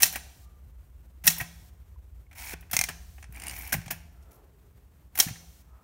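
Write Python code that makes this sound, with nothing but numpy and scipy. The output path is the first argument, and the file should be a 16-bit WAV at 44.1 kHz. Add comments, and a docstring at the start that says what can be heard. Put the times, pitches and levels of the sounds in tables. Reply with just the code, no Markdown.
"""Three letters clack on a small manual typewriter; between them a lever ratchets and the carriage slides to its stop.
The machine stands on a desk in a quiet room with a low rumble, with a phone close above it.
Each blow is a short rattle of random pushes that rings groups of steel parts, with damped sines for single notes.
Low damped sines thump the desk, a fading noise tail makes the room, and shaped noise makes the air."""
import sys
import numpy as np
from scipy import signal
from scipy.fft import rfft, irfft, next_fast_len
from scipy.io import wavfile
from scipy.ndimage import uniform_filter1d

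SR = 44100
rng = np.random.default_rng(int(sys.argv[2]) if len(sys.argv) > 2 else 0)


def linear_from_db(decibels):
    """Turn decibels (scalar or array-like) into linear amplitude factors; 0 gives 1."""
    return 10 ** (np.asarray(decibels, float) / 20)


def digitize_waveform(pressure):
    """Quantize a signal to 16-bit integers and store it at the path in sys.argv[1].

    Rows of a 2-D input are taken as channels; values are limited to [-1, 1].
    """
    field = np.atleast_2d(pressure).T
    bounded = np.clip(field, -1, 1)
    quanta = np.round(bounded * 32767).astype(np.int16)
    wavfile.write(sys.argv[1], SR, quanta)


N = 257103  # length in samples

# A t60 is the time in which a sound fades by 60 dB. Levels of notes and blows hold before their soft start.

# A finger takes up the slack of a key. Each row: start in seconds, level in dB.
KEY_PRESSES = [(0.001, -37.5), (1.238, -42.5), (5.149, -54)]
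# Type slugs hit the platen. Each row: start in seconds, level in dB, note of the type bar in Hz.
SLUG_HITS = [(0.0311, -7, 2610), (1.276, -6.5, 2608), (5.2001, -9, 3200)]
# Key and bar fall back to rest. Each row: start in seconds, level in dB, springs against bars in dB.
KEY_FALLS = [(0.125, -48, 14), (0.135, -52, 8), (0.157, -34.5, 3.5), (1.363, -55, 11), (1.382, -50.5, 21),
             (1.402, -38, -21), (1.41, -41, 7), (5.283, -44.5, 1), (5.358, -57, -34.5)]
# A landing bar sounds its rest rail. Each row: start in seconds, level in dB.
RAIL_NOTES = [(.151, -32), (1.4, -27)]
# The line pawl drops over the platen's teeth. Each row: start in seconds, level in dB.
PAWL_DROPS = [(2.7665, -15), (2.7901, -17.5), (2.8122, -18.5), (2.8385, -22)]
# The freed carriage skips over its rack. Each row: start in seconds, level in dB.
RACK_SKIPS = [(3.346, -58), (3.361, -53), (3.399, -47.5), (3.42, -45.5), (3.437, -45.5), (3.468, -40.5),
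              (3.482, -39), (3.496, -42), (3.511, -47)]
# The release latch clicks. Each row: start in seconds, level in dB.
LATCH_CLICKS = [(3.2266, -46), (3.241, -49.5), (3.815, -51), (3.88, -41.5), (4.003, -62.5)]
# Bright clicks of links, lever and stop. Each row: start in seconds, level in dB,
# frame against bars in dB, springs against bars in dB, t60 in seconds.
LINK_CLICKS = [(0.0206, -24, -7.5, 10.5, 0.054), (1.256, -38.5, -4.5, 7, 0.062),
               (1.268, -24, -7, 15, 0.036), (2.329, -56, 4, -1, 0.037), (2.609, -57, -14, 9, 0.033),
               (2.7125, -37, -4.5, 9, 0.041), (2.731, -26, -1, 1.5, 0.087), (3.324, -55, 1, 10, 0.024),
               (3.674, -45, -16, 8.5, 0.027), (3.6944, -53, -9, 7, 0.022), (3.7229, -30, -1, 0.5, 0.061),
               (3.727, -30.5, -6, 8, 0.062), (3.904, -39.5, 5, -2, 0.099), (3.908, -33.5, -4, 8.5, 0.05),
               (4.225, -64, -17, -5, 0.093), (5.154, -43.5, 0, 9.5, 0.037), (5.175, -34, -3, 5, 0.052),
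               (5.1875, -29, 1.5, 12, 0.072)]
# Dull taps on the frame. Each row: start in seconds, level in dB, frame against bars in dB.
FRAME_TAPS = [(2.312, -61, 11.5), (2.535, -53, 15), (2.625, -72, 22), (2.698, -61, 8), (2.887, -33, 2.5),
              (2.897, -60.5, 21), (3.181, -69.5, 20), (3.738, -35.5, 9), (3.86, -48, 4)]
# Single parts are knocked into a short note. Each row: start in seconds, level in dB, pitch in Hz, t60 in seconds.
PART_KNOCKS = [(.157, -33.5, 2560, 0.03), (1.376, -40, 950, 0.034), (1.406, -33, 2600, 0.025),
               (1.96, -53.5, 1000, 0.04), (2.266, -57.5, 2200, 0.031), (2.8, -31.5, 770, 0.021),
               (2.536, -23.5, 386, 0.014), (3.727, -20, 1610, 0.039), (3.742, -21.5, 807, 0.024),
               (5.203, -23.5, 12000, 0.059), (5.263, -30.5, 275, 0.048), (5.275, -33, 1770, 0.028),
               (5.357, -39.5, 1830, .022)]
# Lever and carriage rub, one list per slide. 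Each row: time in seconds, then frame, bars and springs in dB.
SLIDES = [
    [(2.352, -61, -60, -56), (2.385, -51, -50.5, -48), (2.466, -52, -47.5, -49.5),
     (2.54, -47.5, -45.5, -43)],
    [(3.335, -59, -67, -65), (3.45, -52, -53.5, -55), (3.52, -52, -54, -50), (3.571, -51.5, -49.5, -44.5),
     (3.65, -54, -55, -48.5), (3.725, -56, -59, -56)],
    [(4.31, -72.5, -64, -61), (4.37, -90, -77, -65.5)],
]

# Resonances of the frame. Each row: centre in Hz, width in Hz, level against the other rows in dB.
FRAME_PEAKS = [(236.8, 180, -11), (760, 210, -5.5), (1110, 1000, -13.5), (1655, 460, -7), (1890, 200, -7.5),
               (2220, 760, -6), (2630, 280, -9.5), (2960, 750, -15)]
# Resonances of the bars. Each row: centre in Hz, width in Hz, level against the other rows in dB.
BAR_PEAKS = [(4200, 1400, -0.5), (3160, 970, -0.5), (5830, 1600, 4.5), (6900, 1100, 2), (5410, 230, 4),
             (9116, 3200, 3)]
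# Resonances of the springs. Each row: centre in Hz, width in Hz, level against the other rows in dB.
SPRING_PEAKS = [(10370, 1400, 1.8), (11456, 420, -1), (12400, 1700, -0.17), (14140, 1300, -0.77),
                (15400, 2300, -0.91)]
# Resonances of the sliding arm. Each row: centre in Hz, width in Hz, level against the other rows in dB.
ARM_PEAKS = [(2255, 480, -4.5), (900, 300, -10.5)]
# Parts that ring on. Each row: pitch in Hz, gain in dB, t60 in seconds.
LONG_RINGS = [(725, -70, .8)]
# Every slug sets the type basket ringing. Each row: pitch in Hz, level against the blow in dB, t60 in seconds.
# Pitch and level are middles; each blow strays from them by chance, here and in the next two tables.
BASKET_MODES = [(1876, -9.5, .038), (3950, -14.5, 0.046), (5530, -4.5, 0.038), (6030, -3, 0.022)]
# The line pawl rings its wheel. Each row: pitch in Hz, level against the blow in dB, t60 in seconds.
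PAWL_MODES = [(760, -17, 0.03), (2109, -2, 0.034), (2246, -3, 0.021), (2393, -4, 0.033), (5480, -10, 0.031),
              (6480, -2, 0.018), (8694, 0.5, 0.0096)]
# Every rack tooth pings the same parts. Each row: pitch in Hz, level against the blow in dB, t60 in seconds.
RACK_MODES = [(2260, 0, 0.017), (2840, 7.5, 0.017), (4820, 6, 0.012), (7540, 5, 0.012), (8850, 10.5, 0.016),
              (9560, 10, 0.017), (10700, 8, 0.015)]

# The machine jolts the desk. Each row: start in seconds, high knock in dB, deep knock against it in dB.
DESK_THUMPS = [(0.03, -27.5, -0.5), (1.246, -29.5, -4), (1.283, -20, -19), (1.412, -37, 16),
               (2.538, -32.5, -15), (2.738, -28.5, 2), (2.789, -26.5, -2), (2.889, -29, -21),
               (3.294, -41.5, 10.5), (3.747, -17, -10), (3.767, -27, 5), (3.785, -30.5, 8),
               (3.866, -28.5, 1), (3.927, -38.5, 7), (5.264, -20.5, -3), (5.309, -26.5, 5.5)]
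# The carriage rumbles on its rails and ends in a thud at the stop. Each row: time in seconds, level in dB.
CARRIAGE_ROLL_AND_THUD = [(3.33, -61), (3.5, -53.5), (3.714, -66), (3.74, -33.5)]
# How long the room rings. Each row: centre in Hz, t60 in seconds.
ROOM_FADES = [(500, 1), (1700, 0.42), (4200, 0.62), (9500, 0.21)]
# Colour of the room tone and rumble. Each row: frequency in Hz, relative level in dB per Hz.
AIR_COLOUR = [(15, -39), (25, -9), (41, -5.5), (64, 4.5), (84, -6), (111, -18.5), (236, -30.5),
              (531, -37.5), (1480, -44), (4870, -55), (14800, -49.5), (16000, -54.5)]
# Loudness of the low rumble. Each row: time in seconds, level in dB.
RUMBLE_LEVELS = [(0.0, -50.5), (3.86, -45.5), (4.55, -56), (5.83, -53)]
# Faint far tones and rustles. Each row: start in seconds, end in seconds, centre in Hz, width in Hz, peak level in dB.
FAR_TONES = [(0.37, 0.63, 1192, 30, -69.5), (4.085, 4.516, 1336, 150.7, -71.5),
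             (4.189, 4.888, 409.4, 59.2, -70.5), (4.2, 4.545, 570, 593, -63), (5.659, 5.9, 1255, 84, -68),
             (5.65, 5.899, 794, 894, -67)]
# Dips in the microphone's treble. Each row: centre in Hz, width in Hz, depth from 0 to 1.
MIC_DIPS = [(10330, 910, 0.6)]

# kinds of contact: frame against bars in dB, springs against bars in dB, t60 in seconds
PRESS, SLUG, REBOUND = (1.2, 5.3, 0.26), (-15, -5.5, 0.041), (-6.5, 0.9, 0.1)
PAWL, RACK, LATCH = (-7, -2.2, 0.019), (-4, -2, 0.015), (3.3, -18.5, 0.027)
FALL_FRAME_DB, FALL_T60_S = 7, 0.052
TAP_SPRINGS_DB, TAP_T60_S = -3.5, 0.047
SLUG_RATTLE_DB = -2.5  # rattle against the slug's level
REBOUND_LAG_S, REBOUND_DB = 0.023, -22  # level against the slug's rattle
RISE_SHARE, TICK_DB = 0.012, 10  # rise time as a share of t60; first tick against the blow, less if slow
RATTLE_DB, RATTLE_T60_S = -24.5, 0.25  # after-rattle against the blow, lower still after short blows
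ARM_DB = 0.5  # rubbing of the arm against the frame
SLUG_NOTE_DB, SLUG_NOTE_LAG_S, SLUG_NOTE_T60_S = -5, 0.001, 0.032  # level against the slug
FALL_NOTE_HZ, FALL_NOTE_T60_S = 1900, 0.083
STRAY = 0.005  # spread of pitch from blow to blow, as a share
HIGH_KNOCK_HZ, DEEP_KNOCK_HZ, THUMP_T60_S = 164.5, 123.6, 0.055
DESK_HZ, DESK_DB, DESK_T60_S = 167.8, -12.5, 0.85
ROOM_DB, NOTE_ROOM_DB = -18.5, -11  # room tail, and how much less the notes feed it
AIR_DB = -61.5  # middle level of the room tone
LOUD, HOLD_S = 0.14, 0.424  # size that opens the hiss, and for how long
HISS_DB, HISS_HZ = -60, 3000  # level before the high-pass, and its corner
TOP_HZ = 15750


def machine():
    """Rough contact drives the groups of parts; a few ring on. Returns the clatter and the single notes."""
    force, ticks = contact()
    # micro-impacts of nearly even size and random sign
    sign = np.sign(rng.standard_normal(force.shape))
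    push = ticks + force * sign * linear_from_db(1.9 * rng.standard_normal(N))
    groups = (FRAME_PEAKS, BAR_PEAKS, SPRING_PEAKS, ARM_PEAKS)
    steel = sum(body(p, peaks) for p, peaks in zip(push, groups))
    ringing = sum(linear_from_db(db) * ring(steel, hz, t60) for hz, db, t60 in LONG_RINGS)
    return steel + ringing, notes(struck_notes())


def contact():
    """How hard steel touches steel, for frame, bars, springs and arm: blows, their after-rattle, and rubbing."""
    force, ticks, t = np.zeros((4, N)), np.zeros((4, N)), np.arange(N) / SR
    for s, db, frame_db, springs_db, t60 in blows():
        i, t60 = int(s * SR), max(t60, 0.008)
        age = t[:N - i][:SR // 4]
        size = linear_from_db(db + np.array([[frame_db], [0], [springs_db]]))
        # slow blows also start softly
        shape = (1 - np.exp(-age / (RISE_SHARE * t60))) * decay(age, t60)
        # loose parts go on chattering, more so after a drawn-out blow
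        chatter = linear_from_db(RATTLE_DB) * min(1, t60 / 0.025) ** 2
        shape = shape + chatter * decay(age, RATTLE_T60_S)
        force[:3, i:i + len(age)] += size * shape
        # the shorter the blow, the harder its first contact
        ticks[:3, i + 8] += size[:, 0] * linear_from_db(TICK_DB) * min(1, (0.039 / t60) ** 2)
    # rubbing is uneven, partly shared by all the parts
    grain = linear_from_db(np.array([2.5 * walk(90) for _ in force]) + 1.5 * walk(160))
    for slide in SLIDES:
        s, *levels = np.transpose(slide)
        levels.append(levels[0] + ARM_DB)
        moving = uniform_filter1d(1.0 * ((t > s[0]) & (t < s[-1])), 400)
        force += moving * grain * linear_from_db(np.array([np.interp(t, s, db) for db in levels]))
    return force, ticks


def blows():
    """All contacts as rows of start, level, frame dB, springs dB and t60; every slug rebounds once."""
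    slugs = [(s, db + SLUG_RATTLE_DB) for s, db, _ in SLUG_HITS]
    rebounds = [(s + REBOUND_LAG_S, db + REBOUND_DB) for s, db in slugs]
    kinds = [(KEY_PRESSES, PRESS), (slugs, SLUG), (rebounds, REBOUND),
             (PAWL_DROPS, PAWL), (RACK_SKIPS, RACK), (LATCH_CLICKS, LATCH)]
    rows = [row + kind for table, kind in kinds for row in table]
    rows += [(s, db, FALL_FRAME_DB, springs_db, FALL_T60_S) for s, db, springs_db in KEY_FALLS]
    rows += LINK_CLICKS
    return rows + [row + (TAP_SPRINGS_DB, TAP_T60_S) for row in FRAME_TAPS]


def struck_notes():
    """Short notes of slugs, falling bars, pawl, rack and single parts: rows of start, level, pitch and t60."""
    rows = [(s + SLUG_NOTE_LAG_S, db + SLUG_NOTE_DB, hz, SLUG_NOTE_T60_S) for s, db, hz in SLUG_HITS]
    rows += [(s, db, FALL_NOTE_HZ, FALL_NOTE_T60_S) for s, db in RAIL_NOTES]
    for table, modes in ((SLUG_HITS, BASKET_MODES), (PAWL_DROPS, PAWL_MODES), (RACK_SKIPS, RACK_MODES)):
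        for row in table:
            # no two blows land on quite the same spot
            spot = rng.standard_normal((len(modes), 2))
            for (hz, db, t60), (louder, higher) in zip(modes, spot):
                rows.append((row[0], row[1] + db + 2.0 * louder, hz * (1 + STRAY * higher), t60))
    return rows + PART_KNOCKS


def desk():
    """Soft low knocks and the carriage's roll and closing thud pass through the feet; the desk top hums after."""
    roll = band(rng.standard_normal(N), 220, 170, order=2)
    roll_db = np.interp(np.arange(N) / SR, *np.transpose(CARRIAGE_ROLL_AND_THUD), left=-120, right=-120)
    roll_and_thud = roll / roll.std() * linear_from_db(roll_db)
    high = notes([(s, db, HIGH_KNOCK_HZ, THUMP_T60_S) for s, db, _ in DESK_THUMPS], swell=0.81)
    deep = notes([(s, db + deep_db, DEEP_KNOCK_HZ, THUMP_T60_S) for s, db, deep_db in DESK_THUMPS])
    out = roll_and_thud + high + deep
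    return out + linear_from_db(DESK_DB) * ring(out, DESK_HZ, DESK_T60_S) * DESK_HZ / SR


def room(x):
    """Scattered echoes: a noise tail that swells in softly and fades at a different speed in each band."""
    t, tail = np.arange(SR) / SR, 0
    for hz, t60 in ROOM_FADES:
        tail = tail + band(rng.standard_normal(SR), hz, 0.95 * hz) * decay(t, t60)
    tail = tail * (1 - np.exp(-(t / 0.018) ** 2))
    return linear_from_db(ROOM_DB) * signal.fftconvolve(x, tail / np.sqrt(np.sum(tail ** 2)))[:N]


def air():
    """Wavering room tone, a rumble beneath it that rises and falls, and faint far tones, all from noise."""
    t, points = np.arange(N) / SR, next_fast_len(N)
    hz = np.maximum(np.arange(points // 2 + 1) * SR / points, 1)
    colour_hz, colour_db = np.transpose(AIR_COLOUR)
    gain = linear_from_db(np.interp(np.log(hz), np.log(colour_hz), colour_db))
    tone = coloured(gain * (hz > 100), points)[:N]
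    # the rumble lies below 100 Hz and thins out below 42 Hz
    rumble = coloured(gain * (hz <= 100) / (1 + (42 / hz) ** 4), points)[:N]
    out = linear_from_db(AIR_DB + 1.5 * walk(22)) * tone / tone.std()
    out = out + linear_from_db(np.interp(t, *np.transpose(RUMBLE_LEVELS))) * rumble / rumble.std()
    for start, end, pitch_hz, width, db in FAR_TONES:
        swell = np.sin(np.pi * np.clip((t - start) / (end - start), 0, 1))
        whine = band(rng.standard_normal(N), pitch_hz, width, order=2)
        out = out + linear_from_db(db) * swell * whine / whine.std()
    return out


def decay(age, t60):
    """Steady fading of a ringing thing: by 60 dB in t60 seconds."""
    return np.exp(-np.log(1000) * age / t60)


def notes(rows, swell=0.69):
    """Damped sines that swell in at a pace set in cycles of the note."""
    out, t = np.zeros(N), np.arange(SR // 4) / SR
    for s, db, hz, t60 in rows:
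        rise = 1 - np.exp(-hz * t / swell)
        note = linear_from_db(db) * np.sin(2 * np.pi * hz * t) * rise * decay(t, t60)
        i = int(s * SR)
        out[i:i + len(t)] += note[:N - i]
    return out


def ring(x, hz, t60):
    """One ringing mode; a unit impulse starts it at size 1."""
    pole = np.exp(2j * np.pi * hz / SR - np.log(1000) / (t60 * SR))
    return signal.lfilter([1], [1, -pole], x).imag


def body(x, peaks):
    """Resonances add in power; the filter never sounds ahead of a blow and keeps the level of white noise."""
    size = 4096
    hz = np.arange(size // 2 + 1) * SR / size
    power = sum(linear_from_db(db) ** 2 / (1 + (2 * (hz - f) / w) ** 2) ** 2 for f, w, db in peaks)
    # folding the cepstrum puts all of the response after time zero
    cepstrum = irfft(0.5 * np.log(power))
    cepstrum[1:size // 2] *= 2
    cepstrum[size // 2 + 1:] = 0
    response = irfft(np.exp(rfft(cepstrum)))
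    return signal.fftconvolve(x, response / np.sqrt(np.sum(response ** 2)))[:N]


def band(x, hz, width, order=1):
    """Keeps the sound around hz."""
    edges = [max(hz - width / 2, 10), min(hz + width / 2, 0.48 * SR)]
    return signal.sosfilt(signal.butter(order, edges, "bandpass", fs=SR, output="sos"), x)


def coloured(shape, points):
    """Noise with the given gain at each of its frequencies."""
    return irfft(rfft(rng.standard_normal(points)) * shape, points)


def walk(rate):
    """Slow random wavering with spread 1, up to about rate in Hz."""
    x = signal.sosfilt(signal.butter(2, rate, fs=SR, output="sos"), rng.standard_normal(N))
    return x / x.std()


def scene():
    """The machine, dry and in the room, over the desk and the air; single notes stay close."""
    steel, pings = machine()
    echoes = room(steel + linear_from_db(NOTE_ROOM_DB) * pings)
    return (steel + pings + echoes + desk() + air())[None]


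def roll_off(x):
    """The treble ends steeply here."""
    return signal.sosfilt(signal.butter(12, 16820, fs=SR, output="sos"), x)


def record(dry):
    """A loud moment lets the phone's hiss through for a fixed hold; the top is cut, then peaks are rounded."""
    hold = int(HOLD_S * SR)
    is_loud = uniform_filter1d(dry[0] ** 2, size=SR // 500) > LOUD ** 2
    # the hiss is open if a loud moment began within the hold
    count = np.cumsum(np.diff(1 * is_loud, prepend=0) > 0)
    opened = uniform_filter1d(1.0 * (count > np.r_[np.zeros(hold), count[:-hold]]), size=600)
    high_pass = signal.butter(1, HISS_HZ, "highpass", fs=SR, output="sos")
    hiss = signal.sosfilt(high_pass, rng.standard_normal(N))
    x = dry + linear_from_db(HISS_DB) * opened * hiss
    x = x - sum(depth * band(x, hz, width) for hz, width, depth in MIC_DIPS)
    x = signal.sosfilt(signal.ellip(10, 0.3, 70, TOP_HZ, fs=SR, output="sos"), x)
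    mix = 1.191 * np.tanh(x / 1.262)
    return roll_off(mix)


dry = scene()
out = record(dry)
digitize_waveform(out)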